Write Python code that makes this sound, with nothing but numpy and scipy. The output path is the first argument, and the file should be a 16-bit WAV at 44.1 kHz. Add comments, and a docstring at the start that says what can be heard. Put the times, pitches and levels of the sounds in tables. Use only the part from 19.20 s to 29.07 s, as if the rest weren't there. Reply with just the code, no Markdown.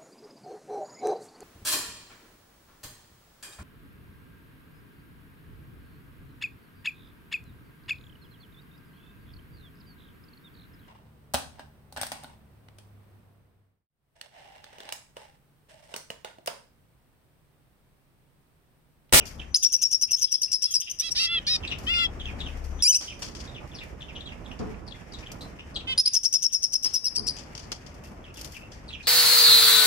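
"""Finches trill, chip and call in a wire cage with a board back. One close bird trills twice and whistles;
each trill syllable comes from the two sides of its syrinx. Its mates give nasal calls, partials shaped by
throat and beak; farther birds sweep and peep. Claws tick on perch and wire, feathers brush, the board
knocks. A motor hums in a dull outdoor rumble. The recorder turns its gain down under the loudest calls."""
import sys
import numpy as np
from scipy import signal
from scipy.fft import rfft, irfft, next_fast_len
from scipy.io import wavfile
from scipy.ndimage import uniform_filter1d

SR = 44100
rng = np.random.default_rng(int(sys.argv[2]) if len(sys.argv) > 2 else 0)


def master(y):
    """Save y as 16-bit WAV."""
    cut = np.clip(np.atleast_2d(y).T, -1, 1)
    pcm = np.round(cut * 32767)  # scale
    wavfile.write(sys.argv[1], SR, pcm.astype(np.int16))


N = 435266

# outdoor rumble, also the puff of a touch: f/Hz, density/dB
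RUMBLE_SPECTRUM = [(12, -40), (20, -18), (43, 1.5), (195, -7.5), (242, -8), (380, -13.5), (642, -15.5),
                   (955, -19), (1500, -22.5), (1950, -67.5), (3300, -120)]


def near_birds():
    """One bird trills in two overlapping voices and whistles; it and a neighbour give short rising chips."""
    # trill syllables: t/s, lower voice f/Hz, level/dB
    syllables = [(0.4298, 5540, 6.5), (.523, 5580, 4.5), (0.6192, 5476, 5), (0.714, 5436, 2.5),
                 (.812, 5340, 1.5), (.911, 5340, 2), (1.015, 5230, 3), (1.115, 5210, 3), (1.218, 5274, 1),
                 (1.32, 5180, 2), (1.422, 5090, 1), (1.541, 5046, 6), (6.937, 5313, 3), (7.036, 5455, 2.5),
                 (7.129, 5290, 4.5), (7.225, 5410, 2.5), (7.325, 5310, 1), (7.424, 5310, 0),
                 (7.525, 5270, 0), (7.63, 5170, -1.5), (7.738, 5180, -2.5), (7.842, 5070, -5.5),
                 (7.953, 4866, -8), (8.07, 4870, -10.5)]
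    # single chips of both birds: t/s, level/dB, end f/Hz, pan/dB, length/s
    chips = [(0.346, 17.5, 5384, 1, 0.019), (0.358, 0.5, 6350, 3.5, 0.028), (0.966, -8.5, 6220, 11, 0.05),
             (1.509, -5.5, 6360, 3, 0.026), (1.601, 0.5, 6130, 4, 0.026), (1.699, -4.5, 6110, 7.5, 0.025),
             (1.789, -4.5, 5810, 0.5, 0.036), (1.908, -4, 5640, 6, 0.023), (3.625, 5, 5540, -2, 0.025),
             (6.779, 11.5, 5150, -3, 0.04), (6.857, 10.5, 5100, 1, 0.038)]
    # whistle contour: t/s, f/Hz, level/dB
    whistle = [(3.637, 4670, -8.5), (3.661, 4780, -1.5), (3.67, 4930, 2.5), (3.688, 6020, -3),
               (3.706, 6074, 4.5), (3.719, 5970, -9.5), (3.727, 5230, -5.5), (3.742, 4910, -6.5),
               (3.75, 5200, -2), (3.759, 5900, -3.5), (3.767, 5920, -2.5), (3.774, 5920, -26.5)]
    # partials of each voice: multiple of pitch, level/dB
    upper_partials = [(.5, -25), (1, 0), (1.5, -14), (2, -9), (2.5, -25)]
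    lower_partials = [(.5, -43.5), (1, -3), (2, -17)]
    whistle_partials = [(.5, -21.5), (1, -2), (1.5, -17), (2, -15.5)]
    out = np.zeros((2, N))
    for s, low_hz, db in syllables:
        hz, shape = rising_note(1.115 * low_hz, 0.031, dip=rng.uniform(0.05, 0.132),
                                rise_s=0.00303, swell=0.9, edge=0.7)
        upper = syrinx(hz, amp(db - 12) * shape, upper_partials, pan_db=3, rough=0.33, broken=0.17)
        add(out, s - 0.004, upper)
        hz, shape = rising_note(1.008 * low_hz, rng.uniform(0.033, 0.034), dip=rng.uniform(0.1, 0.2),
                                rise_s=0.00307, swell=1.36, edge=0.39)
        hz = hz * np.linspace(0.99, 1.01, len(hz))
        lower = syrinx(hz, amp(db - 5) * shape, lower_partials, pan_db=6.5, rough=0.07, broken=0.5)
        add(out, s + 0.012, lower)
    for s, db, end_hz, pan_db, length_s in chips:
        high = end_hz > 5400
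        partials, rough, rise_s = (upper_partials, 0.19, 0.003) if high else (lower_partials, 0.11, 0.007)
        hz, shape = rising_note(end_hz, length_s, dip=0.14, rise_s=rise_s, swell=0.73, edge=0.83)
        add(out, s - 0.002, syrinx(hz, amp(db - 9.5) * shape, partials, pan_db, rough, broken=0.48))
    s, hz, db = np.transpose(whistle)
    t = np.arange(s[0], s[-1], 1 / SR)
    rough = np.interp(t, [3.715, 3.725], [0.03, 0.09])   # fall and second rise are hoarser
    glide_hz = uniform_filter1d(np.interp(t, s, hz), size=300)
    level = np.minimum(1, (t - s[0]) / 0.0032) * amp(np.interp(t, s, db))
    add(out, s[0], syrinx(glide_hz, level, whistle_partials, pan_db=1.4, rough=rough, broken=rough))
    return out


def syrinx(hz, level, partials, pan_db, rough, broken):
    """One side of the syrinx: rough shakes pitch and level fast, broken makes it swell and drop out."""
    n = len(hz)
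    shaken_hz = hz * (1 + 0.06 * rough * drift(550, n))
    phase = 2 * np.pi * (np.cumsum(shaken_hz) / SR + rng.random())
    flutter = 0.5 + 2.6 * rough * drift(350, n)
    level = level * rms_one(flutter * (1 + broken * drift(73.7, n)))
    out = 0
    for k, db in partials:
        lead_rad = rng.normal(1.59, 0.51 * k)   # phase between the two microphone ports
        out = out + panned(level * amp(db), pan_db) * np.sin(k * phase + [[0], [lead_rad]])
    return out


def rising_note(hz, length_s, dip, rise_s, swell, edge):
    """Pitch climbing towards hz, and its envelope; more swell delays the top, more edge softens the ends."""
    t = np.arange(int(length_s * SR)) / SR
    return hz * (1 - dip * np.exp(-t / rise_s)), np.sin(np.pi * (t / length_s) ** swell) ** edge


def nasal_calls():
    """Arched stacks of partials, strongest near the throat and beak resonances; the lowest hardly radiate."""
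    # calls: t/s, length/s, top f/Hz, start dip/0-1, end dip/0-1, level/dB, throat f/Hz, throat width/Hz,
    # partials below throat/dB, beak re throat/dB, pan/dB, roughness/0-1
    calls = [(1.412, 0.13, 684, 0.2, 0.09, -33.5, 2960, 380, -21.5, -3, -2, 0.44),
             (1.797, 0.1, 675, 0.3, 0.05, -25, 3600, 710, -27, 4, -8.5, 0.13),
             (1.95, 0.115, 659, 0.3, 0.05, -17.5, 4000, 900, -30, 7, -3, 0.35),
             (1.97, 0.11, 705, 0.2, 0.08, -23, 2800, 398, -17, -9.5, 1.5, 0),
             (2.071, 0.12, 693, 0.06, 0.1, -23.5, 3080, 400, -17, -40, -0.5, 0.09),
             (2.266, 0.1, 648, 0.15, 0.06, -17.5, 4150, 1100, -32, 4, -1.5, 0.16),
             (2.667, 0.2, 699, 0.14, 0.06, -22.5, 2865, 384, -12.5, -20, 5, 0.09),
             (6.671, 0.069, 531, 0.04, 0.06, -30.5, 2780, 600, -30, -20, -3, 0.16)]
    beak_hz, beak_width_hz, rolloff_hz = 5070, 380, 5900
    k = np.arange(1, 24)[:, None]
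    out = np.zeros((2, N))
    for (s, length_s, top_hz, start_dip, end_dip, db,
         throat_hz, width_hz, low_db, beak_db, pan_db, rough) in calls:
        n = int(length_s * SR)
        t = np.arange(n) / SR
        along = t / length_s
        arch = 1 - start_dip * np.exp(-(t / 0.024) ** 1.6) - end_dip * along ** 3.9
        hz = k * top_hz * arch * (1 + (0.0022 + 0.01 * rough) * drift(250, n))   # a row per partial
        opening = 1 + 0.08 * np.exp(-t / 0.029) + 0.12 * along ** 3   # throat rings higher at both ends
        throat = 1 / np.hypot(1, 2 * (hz - throat_hz * opening) / width_hz) ** 1.62
        throat += amp(low_db) * (hz / throat_hz) / (1 + (hz / throat_hz) ** 6)
        beak = amp(beak_db) / np.hypot(1, 2 * (hz - beak_hz) / beak_width_hz)
        floor = amp(-31.5 + 16 * rough + beak_db / 2)
        wander_db = 2.6 * np.array([drift(13.2, n) for _ in k])
        gains = ((throat + beak) / (1 + (hz / rolloff_hz) ** 14) + floor) * amp(wander_db)
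        ends = 1 + 2.1 * np.exp(-t / 0.015) + 2.1 * along ** 8
        hoarse = 1.2 * rough * ends * np.minimum((k / 7) ** 1.2, 3)
        rasp = (1 + hoarse * np.array([drift(500, n) for _ in k])) / np.sqrt(1 + hoarse ** 2)
        gains = gains / np.sqrt(np.sum(gains ** 2, axis=0) / 2) * (k > 1) * rasp
        phases = 2 * np.pi * np.cumsum(hz, axis=1) / SR + 6 * rng.random(k.shape)
        leads_rad = 0, rng.normal(1.78, 1, k.shape)
        stack = [np.sum(gains * np.sin(phases + lead), axis=0) for lead in leads_rad]
        shape = np.sin(np.pi * along ** 1.75) ** 0.19
        add(out, s, panned(shape * amp(db), pan_db) * stack)
    return out


def far_birds():
    """Short broken sweeps and peeps with a weak octave, panned at random; faint chatter at chance times."""
    # falling sweeps and slightly rising peeps: t/s, length/s, start f/Hz, level/dB
    sweeps = [(.005, 0.035, 3065, -48.5), (.184, 0.043, 3620, -52.5), (2.426, 0.032, 3260, -41),
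              (2.472, 0.014, 4220, -41), (2.486, 0.055, 3925, -41), (2.516, 0.024, 3700, -50),
              (2.728, 0.048, 5740, -47), (2.991, 0.033, 3860, -49), (3.045, 0.02, 3610, -47),
              (3.085, 0.026, 2640, -47.5), (.49, 0.0204, 2930, -52), (.535, 0.0214, 2973, -59),
              (1.145, 0.015, 3450, -40), (1.275, 0.017, 2850, -50), (6.72, 0.035, 4250, -56),
              (6.86, 0.025, 3070, -42), (6.6, 0.024, 3210, -57), (3.191, 0.037, 4338, -46.5),
              (3.257, 0.043, 3450, -48.5), (3.895, 0.038, 3230, -44), (4.343, 0.062, 3740, -54),
              (4.513, 0.067, 3670, -61), (4.544, 0.06, 5720, -51.5), (4.6, 0.053, 3080, -52.5),
              (4.804, 0.028, 3770, -50), (4.883, 0.04, 3140, -53), (5.002, 0.018, 3880, -50),
              (5.055, 0.049, 4140, -52.5), (5.248, 0.02, 4030, -58), (5.665, 0.03, 5300, -55.5),
              (5.71, 0.02, 3900, -54), (5.919, 0.045, 5080, -54), (6.544, 0.037, 4900, -44.5),
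              (9.041, 0.016, 3385, -56.5), (9.157, 0.042, 3615, -56.5), (9.342, 0.039, 3192, -54.5),
              (9.679, 0.042, 4680, -52.5), (9.723, 0.051, 3736, -50.5)]
    peeps = [(.579, 0.06, 2580, -46), (.878, 0.051, 2640, -45), (.974, 0.025, 3200, -41.5),
             (1.61, 0.028, 3070, -35.5), (1.658, 0.047, 2780, -37.5), (.42, 0.041, 3230, -39.5),
             (1.06, 0.045, 3200, -46), (2.735, .018, 2510, -41), (2.787, 0.017, 3210, -40),
             (3.058, 0.023, 2680, -50), (3.87, 0.024, 3010, -41), (5.535, 0.016, 2200, -59),
             (5.74, 0.027, 2035, -60), (6.085, 0.03, 2350, -60), (6.94, 0.025, 3065, -44),
             (7.27, 0.05, 2977, -53), (2.209, 0.058, 2910, -55), (3.59, 0.021, 3390, -51.5),
             (4.266, 0.044, 3570, -58), (5.11, 0.038, 2410, -56), (5.311, 0.022, 2790, -52),
             (6.026, 0.015, 2366, -51), (6.063, 0.013, 3140, -50.5), (6.208, 0.0334, 4000, -49),
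             (6.388, 0.023, 2670, -51), (6.557, 0.015, 3220, -43), (8.834, 0.045, 2570, -63),
             (9.047, 0.067, 2505, -61), (9.368, 0.099, 2420, -61), (9.822, 0.05, 4020, -54.5)]
    chatter = rng.uniform([0, 0.02, 2500, -60.5], [N / SR, 0.055, 3900, -49], (10, 4))   # same columns
    out = np.zeros((2, N))
    for notes, mean_oct_per_s in (sweeps, -11.5), (peeps, 1.6), (chatter, -6.9):
        for s, length_s, start_hz, db in notes:
            along = np.arange(int(length_s * SR)) / (length_s * SR)
            hz = start_hz * 2 ** (mean_oct_per_s * length_s * (1 - (1 - along) ** 1.5))
            level = amp(db) * np.sin(np.pi * along) ** 0.5
            add(out, s, syrinx(hz, level, partials=[(1, 11.25), (2, -9)], pan_db=rng.normal(0.9, 3.6),
                               rough=0.24, broken=0.59))
    return out


def claws_and_feathers():
    """Each touch opens a burst of grainy noise with a low puff; feathers add more treble than claws."""
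    # claws on perch and wire, feathers on wire and straw: t/s, level/dB, first-contact sharpness/dB
    claws = [(3.8034, -14, -16), (4.0194, -21.5, -6), (4.15, -31.5, 2), (4.2026, -40, 6), (4.2394, -44, 8),
             (5.3904, -39.5, 3), (5.9309, -40, -7), (5.9853, -41.5, -5), (7.645, -14, -1),
             (8.1656, -33.5, 6), (8.1847, -36.5, 10), (8.3509, -34, 8), (8.377, -34, 7), (8.394, -41, -2),
             (8.5178, -31, 16.5), (8.6633, -40.5, 7), (9.515, -34.5, -13), (9.824, -39, -14)]
    brushes = [(.053, -33.5, -3), (2.585, -38.5, 2), (2.63, -41, -25), (3.28, -50, -5), (3.37, -54, 1),
               (3.4394, -43.5, -6), (3.9923, -41, 2), (4.475, -52, 5), (4.635, -50.5, 9),
               (6.117, -47.5, 19), (6.2096, -46.5, 8), (8.742, -56.5, 11), (8.836, -44, -7), (8.87, -58, 8),
               (9.1403, -42, 2.5), (9.1704, -42, 2), (9.192, -45, 4.5), (9.2128, -50, 20),
               (9.2451, -42, 12), (9.3187, -41, -2)]
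    # contact noise: f/Hz, density/dB
    contact_spectrum = [(1180, -11.5), (2000, -11), (3400, -5), (3840, -14.5), (4610, -1.5), (5680, -1.5),
                        (7570, -9.5), (12400, -8), (14800, -11), (16000, -24)]
    grain = stereo_noise(contact_spectrum, likeness_share=0.5) * amp(1.7 * drift(630) + 1.85 * drift(54))
    puff = rms_one(butter(stereo_noise(RUMBLE_SPECTRUM), 2, 350, "high"))
    body = rms_one(butter(grain, 4, 7200, "low")) + amp(-13.5) * puff
    treble = rms_one(butter(grain, 4, 7200, "high"))
    out, t = np.zeros((2, N)), np.arange(SR // 4) / SR
    for touches, t60_s, treble_db in (claws, 0.33, -28), (brushes, 0.44, -5.5):
        noise = body + amp(treble_db) * treble
        for s, db, sharp_db in touches:
            i = round(s * SR)
            attack = np.minimum(1, t * amp(sharp_db) / 0.0014)
            crack = 1 + amp(sharp_db) * np.exp(-t / 0.0082)
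            shape = (amp(db - 12 - 60 * t / t60_s) * crack * attack)[:N - i]
            add(out, s, panned(shape, rng.normal(1, 3.5)) * noise[:, i:i + len(shape)])
    return out


def board_knocks():
    """A short shaky push rings the modes of the board and rustles the straw."""
    # dull knocks: t/s, level/dB
    knocks = [(4.033, -43.5), (5.395, -28), (7.972, -32.5)]
    # board modes: f/Hz, level/dB, t60/s
    modes = [(95, -8, 0.06), (222, 2, 0.06), (330, -1, 0.03), (428, -1, 0.055), (720, -6, 0.025)]
    push, t, ring = np.zeros((2, N)), np.arange(SR // 4) / SR, 0
    for s, db in knocks:
        shape = amp(db - 30 - 60 * t / 0.5) * np.minimum(1, 0.51 + t / 0.031)
        shake = rng.standard_normal(len(t)) + 1.9 * rng.standard_normal((2, len(t)))
        add(push, s, shape * shake)
    push += 1e-18   # avoids denormals
    for hz, db, t60_s in modes:
        r, w = amp(-60 / (t60_s * SR)), 2 * np.pi * hz / SR
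        ring = ring + amp(db) * signal.lfilter([0, np.sin(w)], [1, -2 * r * np.cos(w), r * r], push)
    rustle = butter(push, 2, [500, 1100], "band")
    return ring + amp(28.5) * rustle


def background():
    """Outdoor rumble, a wavering motor hum on two orders, and faint air."""
    # surroundings: t/s, rumble level/dB, hum level/dB, rumble pan/dB
    levels = [(0, -49.5, -36.5, 8.5), (1.3, -52.5, -52, 4), (2.5, -42, -34, 2), (3.58, -43, -24.5, 7),
              (3.8, -46.5, -41, 0.5), (5.5, -46.5, -44, -4.5), (7, -47.5, -49.5, 7), (8.1, -46, -60, 4),
              (9.87, -49, -42, 5)]
    # air: f/Hz, density/dB
    air_spectrum = [(410, -23.5), (700, -13), (1420, -5.5), (1680, 6), (2630, 1), (4050, -14.5),
                    (5400, -6.5), (8990, -17.5), (13700, -26.5), (14800, -21), (16000, -47)]
    motor_hz = 34.53
    s, *columns = np.transpose(levels)
    rumble_db, hum_db, pan_db = [np.interp(np.arange(N) / SR, s, c) for c in columns]
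    phase = 2 * np.pi * np.cumsum(motor_hz * (1 + 0.0074 * drift(1.525))) / SR
    hum = amp(-12 + 1.4 * drift(2.2)) * np.sin(phase) + amp(-8.5 + 1.8 * drift(3.8)) * np.sin(2 * phase)
    rumble = stereo_noise(RUMBLE_SPECTRUM) * panned(amp(rumble_db + 3.5 + 2 * drift(9.98)), pan_db)
    air = stereo_noise(air_spectrum) * amp(rumble_db - 9 + 2.2 * drift(13.1))
    return rumble + amp(hum_db) * panned(hum, 7.9) + air


def cage_echoes(x, echo_db, tail_db, t60_s):
    """Close echoes from board and nests, other ones at each microphone, then a diffuse tail."""
    t = np.arange(SR // 2) / SR
    tail = rng.standard_normal((2, len(t))) * amp(-60 * t / t60_s) * np.minimum(1, t / 0.0019)
    tail = butter(tail, 2, 13700, "low")   # straw and feathers swallow the treble
    response = amp(tail_db) * tail / np.linalg.norm(tail, axis=1, keepdims=True)
    lags_s = np.array([[0.0011, 0.0027, 0.0066, 0.0094], [0.0016, 0.0035, 0.007, 0.014]])
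    for channel, lags in enumerate((lags_s * SR).astype(int)):
        response[channel, lags] += amp(echo_db - 0.5 * np.arange(4)) * [1, -1, 1, -1]
    response[:, 0] = 1   # direct sound
    response /= np.linalg.norm(response, axis=1, keepdims=True)
    return signal.fftconvolve(x, response, axes=1)[:, :N]


def housing(x):
    """Cage and microphone housing colour the voices; each port has its own response."""
    # response: f/Hz, gain/dB, pan/dB
    response = [(1005, -5.5, -2), (3350, 4, -0.5), (4350, -1, 3.5), (6040, 5.5, 3), (6070, 0.5, -2.5),
                (7600, 1.5, -2.5), (9470, -1.5, -22), (10900, -7, -10.5), (14400, -6.5, 0.5)]
    size, hz = fft_grid()
    gains = panned(amp(at_hz(response, hz)), at_hz(response, hz, column=2))
    return irfft(rfft(x, size) * gains, size)[:, :N]


def gain_control(x):
    """Level over the threshold is cut just ahead and let go steadily; long loud passages hold it longer."""
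    threshold_db, ahead = -21.5, round(0.0026 * SR)
    level_db = 10 * np.log10(smooth(np.mean(x ** 2, axis=0), 0.0022) + 1e-12)
    over_db = np.maximum(level_db - threshold_db, 0)
    ramp_db = 73 * np.arange(N) / SR
    held_db = np.maximum.accumulate(over_db + ramp_db) - ramp_db   # peak hold, falling 73 dB/s
    cut_db = 0.7 * smooth(held_db, time_s=0.0014) + 0.23 * smooth(held_db, time_s=1)
    return x * amp(-np.pad(cut_db, (0, ahead), "edge")[ahead:])


def stereo_noise(spectrum, likeness_share=1):
    """Noise of a given spectrum, partly alike in both channels; rms 1."""
    # left-right likeness: f/Hz, correlation/0-1
    likeness = [(60, 1), (240, 0.76), (950, 0.0078), (3770, 0.03), (15000, 0.023)]
    # left-right balance: f/Hz, pan/dB
    balance = [(60, -4), (180, -4.5), (550, -6), (1650, -1), (4970, 5), (15000, -9)]
    size, hz = fft_grid()
    mid, side = rfft(rng.standard_normal((2, size))) * amp(at_hz(spectrum, hz))
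    alike = likeness_share * np.clip(at_hz(likeness, hz), 0, 1)
    lean = amp(at_hz(balance, hz) / 2)
    mid, side = mid * np.sqrt(1 + alike), side * np.sqrt(1 - alike)
    return rms_one(irfft([(mid + side) * lean, (mid - side) / lean], size)[:, :N])


def drift(rate_hz, size=N):
    """Noise twice through a one-pole low-pass; rms 1."""
    r = np.exp(-2 * np.pi * rate_hz / SR)
    run_in = int(SR / rate_hz)
    return rms_one(signal.lfilter([1], [1, -2 * r, r * r], rng.standard_normal(size + run_in))[run_in:])


def smooth(x, time_s):
    """One-pole smoothing."""
    r = np.exp(-1 / (time_s * SR))
    return signal.lfilter([1 - r], [1, -r], x)


def butter(x, order, hz, kind):
    """Causal filter with a flat passband."""
    return signal.sosfilt(signal.butter(order, hz, kind, fs=SR, output="sos"), x)


def fft_grid():
    """FFT size and its frequencies, one bin up to avoid 0 Hz."""
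    size = next_fast_len(N)
    return size, np.arange(1, size // 2 + 2) * SR / size


def at_hz(points, hz, column=1):
    """Interpolate a table over log frequency."""
    rows = np.array(points)
    return np.interp(np.log(hz), np.log(rows[:, 0] + 1), rows[:, column])


def amp(db):
    """dB to gain."""
    return 10 ** (np.asarray(db) / 20)


def rms_one(x):
    """Scale to rms 1."""
    return x / np.sqrt(np.mean(x ** 2) + 1e-20)


def panned(x, pan_db):
    """Mono to stereo; pan_db is left over right."""
    return np.array([x * amp(pan_db / 2), x * amp(-pan_db / 2)])


def add(out, s, x):
    """Mix x into out from time s."""
    i = max(round(s * SR), 0)
    out[:, i:i + x.shape[1]] += x[:, :N - i]


def scene():
    """Near birds, nasal calls, far birds and cage noises over the background."""
    near = cage_echoes(near_birds(), echo_db=-14.5, tail_db=-15.5, t60_s=0.34)
    mates = cage_echoes(nasal_calls(), echo_db=-42, tail_db=-16, t60_s=0.093)
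    far = cage_echoes(far_birds(), echo_db=-13.5, tail_db=-6, t60_s=0.24)
    return housing(near + mates + far) + claws_and_feathers() + board_knocks() + background()


def record(dry):
    """Gain control, then a steep low-pass."""
    stop_hz = 16400
    return signal.sosfilt(signal.cheby2(12, 70, stop_hz, fs=SR, output="sos"), gain_control(dry))


dry = scene()
out = record(dry)
master(out)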